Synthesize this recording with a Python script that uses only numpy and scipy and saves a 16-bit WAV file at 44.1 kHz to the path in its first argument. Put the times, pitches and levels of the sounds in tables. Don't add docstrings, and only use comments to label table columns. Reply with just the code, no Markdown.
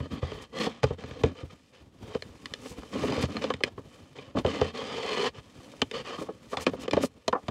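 import sys
import numpy as np
from scipy import signal
from scipy.fft import rfft, irfft
from scipy.io import wavfile
from scipy.ndimage import uniform_filter1d

SR = 44100
rng = np.random.default_rng(int(sys.argv[2]) if len(sys.argv) > 2 else 0)


def transcribe(signal):
    frames = np.atleast_2d(signal).T
    limited = np.clip(frames, -1, 1)
    pcm = np.round(limited * 32767).astype(np.int16)
    wavfile.write(sys.argv[1], SR, pcm)


def undo_db(level):
    steps = np.asarray(level, float) / 20
    return 10 ** steps


N = 330750

# start_s, blow_db, thump_db, crack_db, struck_part_hz
KNOCKS = [(0.003, -31, -23, -46, 293), (0.227, -25, -18.5, -46, 460), (0.318, -27.5, -37, -41, 394),
          (0.664, -20, -45, -51, 272), (0.832, -18, -20, -28.5, 850), (0.839, -9.5, -14.5, -24.5, 295),
          (0.905, -21.5, -23.5, -51, 505), (1.038, -30, -32, -44, 267), (1.111, -34, -33, -44, 314),
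          (1.236, -10, -13, -26, 450), (1.43, -30.5, -27, -55, 350), (2.149, -19, -33, -38.5, 486),
          (2.223, -35.5, -47, -32, 430), (2.458, -39.5, -48, -29.5, 297), (2.538, -33.5, -58, -28.5, 1900),
          (2.831, -34, -47, -52, 235), (2.95, -19.5, -45, -62, 262), (3.034, -19.5, -34, -42, 267),
          (3.082, -21, -38, -38, 268), (3.123, -22, -42, -35, 267), (3.2, -25, -42, -56, 268),
          (3.176, -22, -26, -48, 430), (3.236, -24, -19.5, -38, 260), (3.368, -23, -37, -28, 243),
          (3.441, -19, -51, -32.5, 234), (3.503, -13, -44, -29.5, 1070), (3.539, -26.5, -32, -32.5, 252),
          (3.606, -30, -58, -47.5, 392), (3.637, -17, -37, -11.5, 360), (3.778, -28.5, -37, -54, 282),
          (4.186, -31.5, -54, -52, 2350), (4.349, -22, -29, -65, 303), (4.369, -16.5, -23, -40.5, 293),
          (4.448, -13.5, -19, -37.5, 385), (4.464, -50, -60, -29, 3020), (4.468, -19.5, -33, -53, 380),
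          (4.614, -11.5, -19, -28.5, 368), (5.818, -15, -32, -19.5, 280), (5.913, -30.5, -57, -34, 270),
          (6.212, -24.5, -63, -61, 323), (6.216, -37.5, -65, -65, 960), (6.285, -33.5, -65, -65, 930),
          (6.285, -25, -62, -61, 330), (6.536, -25.5, -51, -52, 834), (6.571, -20.5, -37, -28, 870),
          (6.666, -7.5, -67, -23, 338), (6.734, -24, -62, -48, 363), (6.88, -19, -50, -36, 363),
          (6.911, -31, -45, -26.5, 273), (6.933, -11.5, -25.5, -27, 336), (6.968, -10.5, -33, -34, 570),
          (7.032, -13, -52, -37.5, 260), (7.28, -16, -38, -30, 630), (7.28, -22, -60, -25, 4070),
          (7.327, -12.5, -55, -37.5, 1000), (7.349, -20, -64, -61, 775), (7.483, -19, -27, -33.5, 327)]
# pitch_hz, level_db, t60_s
BOX_MODES = [(87.6, 12.5, 0.22), (134, 23, 0.1), (172, 20.5, 0.048)]
# pitch_hz, level_db, t60_s
PANEL_MODES = [(262, -7.5, 0.053), (306.7, -4.5, 0.032), (419, 0.5, 0.048), (514, 0, 0.029),
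               (697, 7.5, 0.0056), (828, -13.5, 0.031), (942, -7.5, 0.017), (1110, -5, 0.022)]
# pitch_hz, level_db, t60_s
EDGE_MODES = [(2015, 5, 0.009), (2494, 13, 0.008), (3078, 14, 0.01), (3448, 8, 0.01), (4162, 7, 0.009),
              (4795, 6, 0.01), (6040, -2, 0.006)]
# freq_hz, level_db
CRACK_SPECTRUM = [(1200, -26.5), (2000, 5.5), (4500, -10), (9000, -22), (15500, -88)]
# freq_hz, level_db
RASP_SPECTRUM = [(820, -70), (1400, -4), (3100, -4), (7000, -19.5), (9100, -31.5), (15400, -120)]
# freq_hz, level_db
RUSTLE_SPECTRUM = [(1800, -12), (3530, -10.5), (6000, -7.5), (7470, -9), (10200, -14.5), (15800, -27.5)]
# freq_hz, level_db
CABIN_SPECTRUM = [(15, -43), (25, 18), (76, 4.5), (157, -4), (276, -6), (1550, -27.5), (3220, -29),
                  (6850, -38), (15800, -51)]
# start_s, length_s, first_rasp_db, last_rasp_db, drone_over_rasp_db
SCRAPES = [(0.0, 0.06, -62, -53, 18.5), (0.114, 0.08, -50, -54, 18), (0.223, 0.23, -50.5, -56, 6),
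           (0.533, 0.054, -55, -42, 7), (0.606, 0.071, -36, -41.5, 11), (0.698, 0.11, -50.5, -62.5, 9),
           (0.833, 0.11, -46, -58, 9), (0.987, 0.23, -53.5, -55, 9.5), (1.251, 0.083, -44, -67, 21),
           (1.353, 0.06, -59, -50, 6), (1.509, 0.046, -53, -70.5, -63), (1.736, 0.081, -58, -67, -39),
           (2.015, 0.15, -70, -49.5, -36), (2.611, 0.051, -72, -45, 10), (2.927, 0.19, -45.5, -42, 18),
           (3.135, 0.12, -40, -40, 10.5), (3.295, 0.098, -52, -49.5, 14.5),
           (3.418, 0.17, -40.5, -61.5, 10.5), (3.62, 0.059, -65, -46, 7.5), (4.158, 0.15, -54, -62, 9.5),
           (4.36, 0.03, -52, -38, 24.5), (4.463, 0.24, -42.5, -46.5, 9.5), (4.746, 0.24, -44.5, -44, 4),
           (4.967, 0.31, -44, -34.5, -2), (5.35, 0.048, -53, -54, 5.5), (5.942, 0.068, -41.5, -45.5, 1.5),
           (6.051, 0.11, -46, -47, 2), (6.187, 0.13, -48.5, -68, 12), (6.502, 0.032, -65, -38, 1),
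           (6.579, 0.062, -42, -52, 4.5), (6.665, 0.028, -48, -47, 19.5), (6.766, 0.092, -59.5, -48, 14),
           (6.93, 0.12, -48, -47.5, 15.5)]
# middle_s, width_s, rustle_db
BRUSHES = [(0.427, 0.013, -55.5), (0.619, 0.062, -54.5), (2.68, 0.054, -52.5), (3.05, 0.024, -53.5),
           (3.225, 0.015, -47.5), (6.22, 0.049, -59), (6.529, 0.028, -53.5), (6.622, 0.017, -44.5),
           (6.822, 0.017, -51), (7.042, 0.021, -39)]
# time_s, rasp_db
FIDGET = [(0, -66), (.96, -85), (1.55, -66.5), (1.9, -80.5), (2.1, -63), (2.35, -62), (2.65, -57.5),
          (2.9, -59.5), (3.3, -61), (3.72, -78), (3.95, -64.5), (4.3, -72.5), (5.3, -75), (5.45, -61.5),
          (5.8, -64.5), (6.45, -65.5), (6.7, -77), (7.5, -64.5)]
# start_s, end_s
LIFTED = [(0, .7), (4.48, 5.32), (5.92, 6.2)]
# pitch_hz, level_db, t60_s
FREE_BOARD_MODES = [(475, 3, .035), (1170, 0, .032), (1950, -2, .03), (3200, 3, .022), (4350, 0, .014)]
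# time_s, pitch_factor
BEND = [(4.75, 1), (4.9, 1.07), (5.18, .93), (5.3, 1)]

CABIN_DB = -45
GRIP_S, LET_GO_S = 0.0068, 0.0098
BOARD_OVER_RASP_DB, GRAIN_OVER_RASP_DB = 5.5, -22
FIDGET_BOARD_DB, FIDGET_DRONE_DB, FIDGET_RUSTLE_DB = 5, 10, -5.5
FIDGET_LUMPS_DB = 2
FREE_OVER_RASP_DB = 1
RUB_TOP_HZ = 6000
DRIFT = .04
CONTACT_S = 0.0033
SOFTENING = 0.29
PANEL_TOP_HZ, EDGE_TOP_HZ = 2840, 14500
SNAP = 0.65
KNOCK_SIZE = 8820


def evened(x):
    return x / np.sqrt(np.mean(x ** 2) + 1e-20)


def peaked(x):
    return x / np.abs(x).max()


def above(x, hz):
    return signal.sosfilt(signal.butter(4, hz, "high", fs=SR, output="sos"), x)


def below(x, hz):
    return signal.sosfilt(signal.butter(2, hz, fs=SR, output="sos"), x)


def coloured(x, spectrum):
    hz, db = np.transpose(spectrum)
    bins_hz = np.fft.rfftfreq(len(x), 1 / SR) + 1
    gain_db = np.interp(np.log(bins_hz), np.log(hz), db, -90, -90)
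    return irfft(rfft(x) * undo_db(gain_db), len(x))


def wander(seconds):
    width = max(int(seconds * SR), 1)
    return evened(uniform_filter1d(uniform_filter1d(rng.standard_normal(N), width), width))


def grit(per_s, spread_db, lump_s, lump_db):
    happens = rng.random(N) < per_s / SR
    size_db = spread_db * np.minimum(rng.exponential(1, N), 4)
    slips = rng.standard_normal(N) * happens * undo_db(size_db)
    return evened(slips * undo_db(lump_db * wander(lump_s)))


def motion():
    seconds = np.arange(N) / SR
    t = np.arange(0, N + 64, 64) / SR
    lumps = np.interp(t, seconds, wander(0.21))
    fidget_db = np.interp(t, *np.transpose(FIDGET)) + FIDGET_LUMPS_DB * lumps
    power = undo_db(2 * (fidget_db + np.c_[[0, FIDGET_BOARD_DB, FIDGET_DRONE_DB, FIDGET_RUSTLE_DB]]))
    for start, length, first_db, last_db, drone_db in SCRAPES:
        before = np.maximum((start - t) / GRIP_S, 0)
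        after = np.maximum((t - start - length) / LET_GO_S, 0)
        progress = np.clip((t - start) / length, 0, 1)
        db = first_db + (last_db - first_db) * progress - 10 * np.minimum(before + after, 20)
        power += undo_db(2 * (db + np.c_[[0, BOARD_OVER_RASP_DB, drone_db, GRAIN_OVER_RASP_DB]]))
    for middle, width, db in BRUSHES:
        power[3] += undo_db(2 * db) * np.exp(-2 * ((t - middle) / width) ** 2)
    return [np.interp(seconds, t, gain) for gain in np.sqrt(power)]


def rubbed(drive, modes, low_hz, bend=1):
    out = np.zeros(N)
    for mode_hz, db, t60 in modes:
        pitch_hz = mode_hz * bend * (1 + DRIFT * wander(.12))
        turn = np.exp(2j * np.pi * np.cumsum(pitch_hz) / SR)
        feed = drive * undo_db(2 * wander(.1)) / turn
        ring = signal.lfilter([1], [1, -undo_db(-60 / np.abs(t60) / SR)], feed)
        out += undo_db(db) * (ring * turn).imag
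    return evened(below(above(out, low_hz), RUB_TOP_HZ))


def rubbing():
    rasp_gain, board_gain, drone_gain, rustle_gain = motion()
    slips = grit(7000, 2.2, .005, 2.2)
    shudder = grit(2500, 2.5, .012, 2.4)
    bend = np.interp(np.arange(N) / SR, *np.transpose(BEND))
    edge = rubbed(np.roll(slips, SR), EDGE_MODES, 1300)
    rasp = evened(evened(coloured(slips, RASP_SPECTRUM)) + .8 * edge)
    board = rubbed(shudder + .5 * slips, PANEL_MODES[2:], 276)
    low_panels = rubbed(shudder, PANEL_MODES[:2], 172)
    drone = evened(low_panels + 0.21 * rubbed(shudder, BOX_MODES, 60))
    rustle = evened(coloured(slips + grit(14000, 1.5, .012, 1.8), RUSTLE_SPECTRUM))
    lifted = np.searchsorted(np.ravel(LIFTED), np.arange(1, N + 1) / SR) % 2
    free_board = rubbed(np.flip(slips), FREE_BOARD_MODES, 270, bend)
    rasp = rasp + lifted * undo_db(FREE_OVER_RASP_DB) * free_board
    return rasp_gain * rasp + board_gain * board + drone_gain * drone + rustle_gain * rustle


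def cabin():
    return undo_db(CABIN_DB) * evened(coloured(grit(32000, 0.2, 0.029, 7.1), CABIN_SPECTRUM))


def rings(modes, size):
    hz, db, t60 = np.transpose(modes)[:, :, None]
    t = np.arange(size) / SR
    return undo_db(db - 60 * t / np.abs(t60)) * np.sin(2 * np.pi * hz * t)


def hit(drive, body, low_hz):
    return peaked(above(signal.fftconvolve(drive, body)[:len(drive)], low_hz))


def knock(row, chance):
    _, blow_db, thump_db, crack_db, part_hz = row
    size = chance.shape[1]
    contact_s = np.clip(CONTACT_S * undo_db(SOFTENING * (blow_db - crack_db)), .001, .012)
    stretch = CONTACT_S / contact_s
    u = np.arange(size) / SR / contact_s
    shape = (1 - np.exp(-u / 0.21)) ** 2 * np.exp(-u)
    rattle = undo_db(-20.5) * chance[1] * (1 - np.exp(-u)) * np.exp(-u * contact_s / 0.0073)
    force = shape * (0.053 + chance[0]) + rattle
    push = shape * (1.9 + chance[0])
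    snap = (1 - np.exp(-u / SNAP / 0.055)) * np.exp(-u / SNAP)

    thump = hit(below(push, PANEL_TOP_HZ), rings(BOX_MODES, size).sum(0), 26)

    part_modes = [(part_hz, 10, 10 / part_hz + 0.008), (part_hz * 1.36, 3, .014)]
    panel = undo_db(2.5 * chance[2, :len(PANEL_MODES)]) @ rings(PANEL_MODES, size)
    panel = panel + rings(part_modes, size).sum(0)
    soft_hz = min(max(PANEL_TOP_HZ * stretch, 2 * part_hz), SR / 3)
    blow = hit(below(force, soft_hz), panel, 243)

    edge = undo_db(5 * chance[3, :len(EDGE_MODES)]) @ rings(EDGE_MODES, size)
    edge_ring = hit(snap * chance[0] + rattle, edge, 1050)
    crack = edge_ring + peaked(coloured(chance[1], CRACK_SPECTRUM) * snap)
    crack = peaked(below(below(crack, min(EDGE_TOP_HZ * stretch, SR / 3)), 10000))
    return undo_db(thump_db) * thump + undo_db(blow_db) * blow + undo_db(crack_db + 7.0) * crack


def knocks():
    chance = rng.standard_normal((len(KNOCKS), 4, KNOCK_SIZE))
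    out = np.zeros(N + KNOCK_SIZE)
    for row, draw in zip(KNOCKS, chance):
        at = max(round(row[0] * SR) - 30, 0)
        out[at:at + KNOCK_SIZE] += knock(row, draw)
    return out[:N]


def compartment(x):
    t = np.arange(4410) / SR
    present = (rng.random(len(t)) < .06) * (t > .0015)
    taps = rng.standard_normal(len(t)) * present * undo_db(-60 * t / 0.04)
    return x + undo_db(-9.5) * signal.oaconvolve(x, taps / np.linalg.norm(taps))[:N]


def scene():
    return (compartment(knocks() + rubbing()) + cabin())[None]


def roll_off(x):
    return signal.sosfilt(signal.butter(12, 15830, fs=SR, output="sos"), x)


def record(dry):
    ceiling = .45
    mix = ceiling * np.tanh(above(dry, 75.7) / ceiling)
    return roll_off(mix)


dry = scene()
out = record(dry)
transcribe(out)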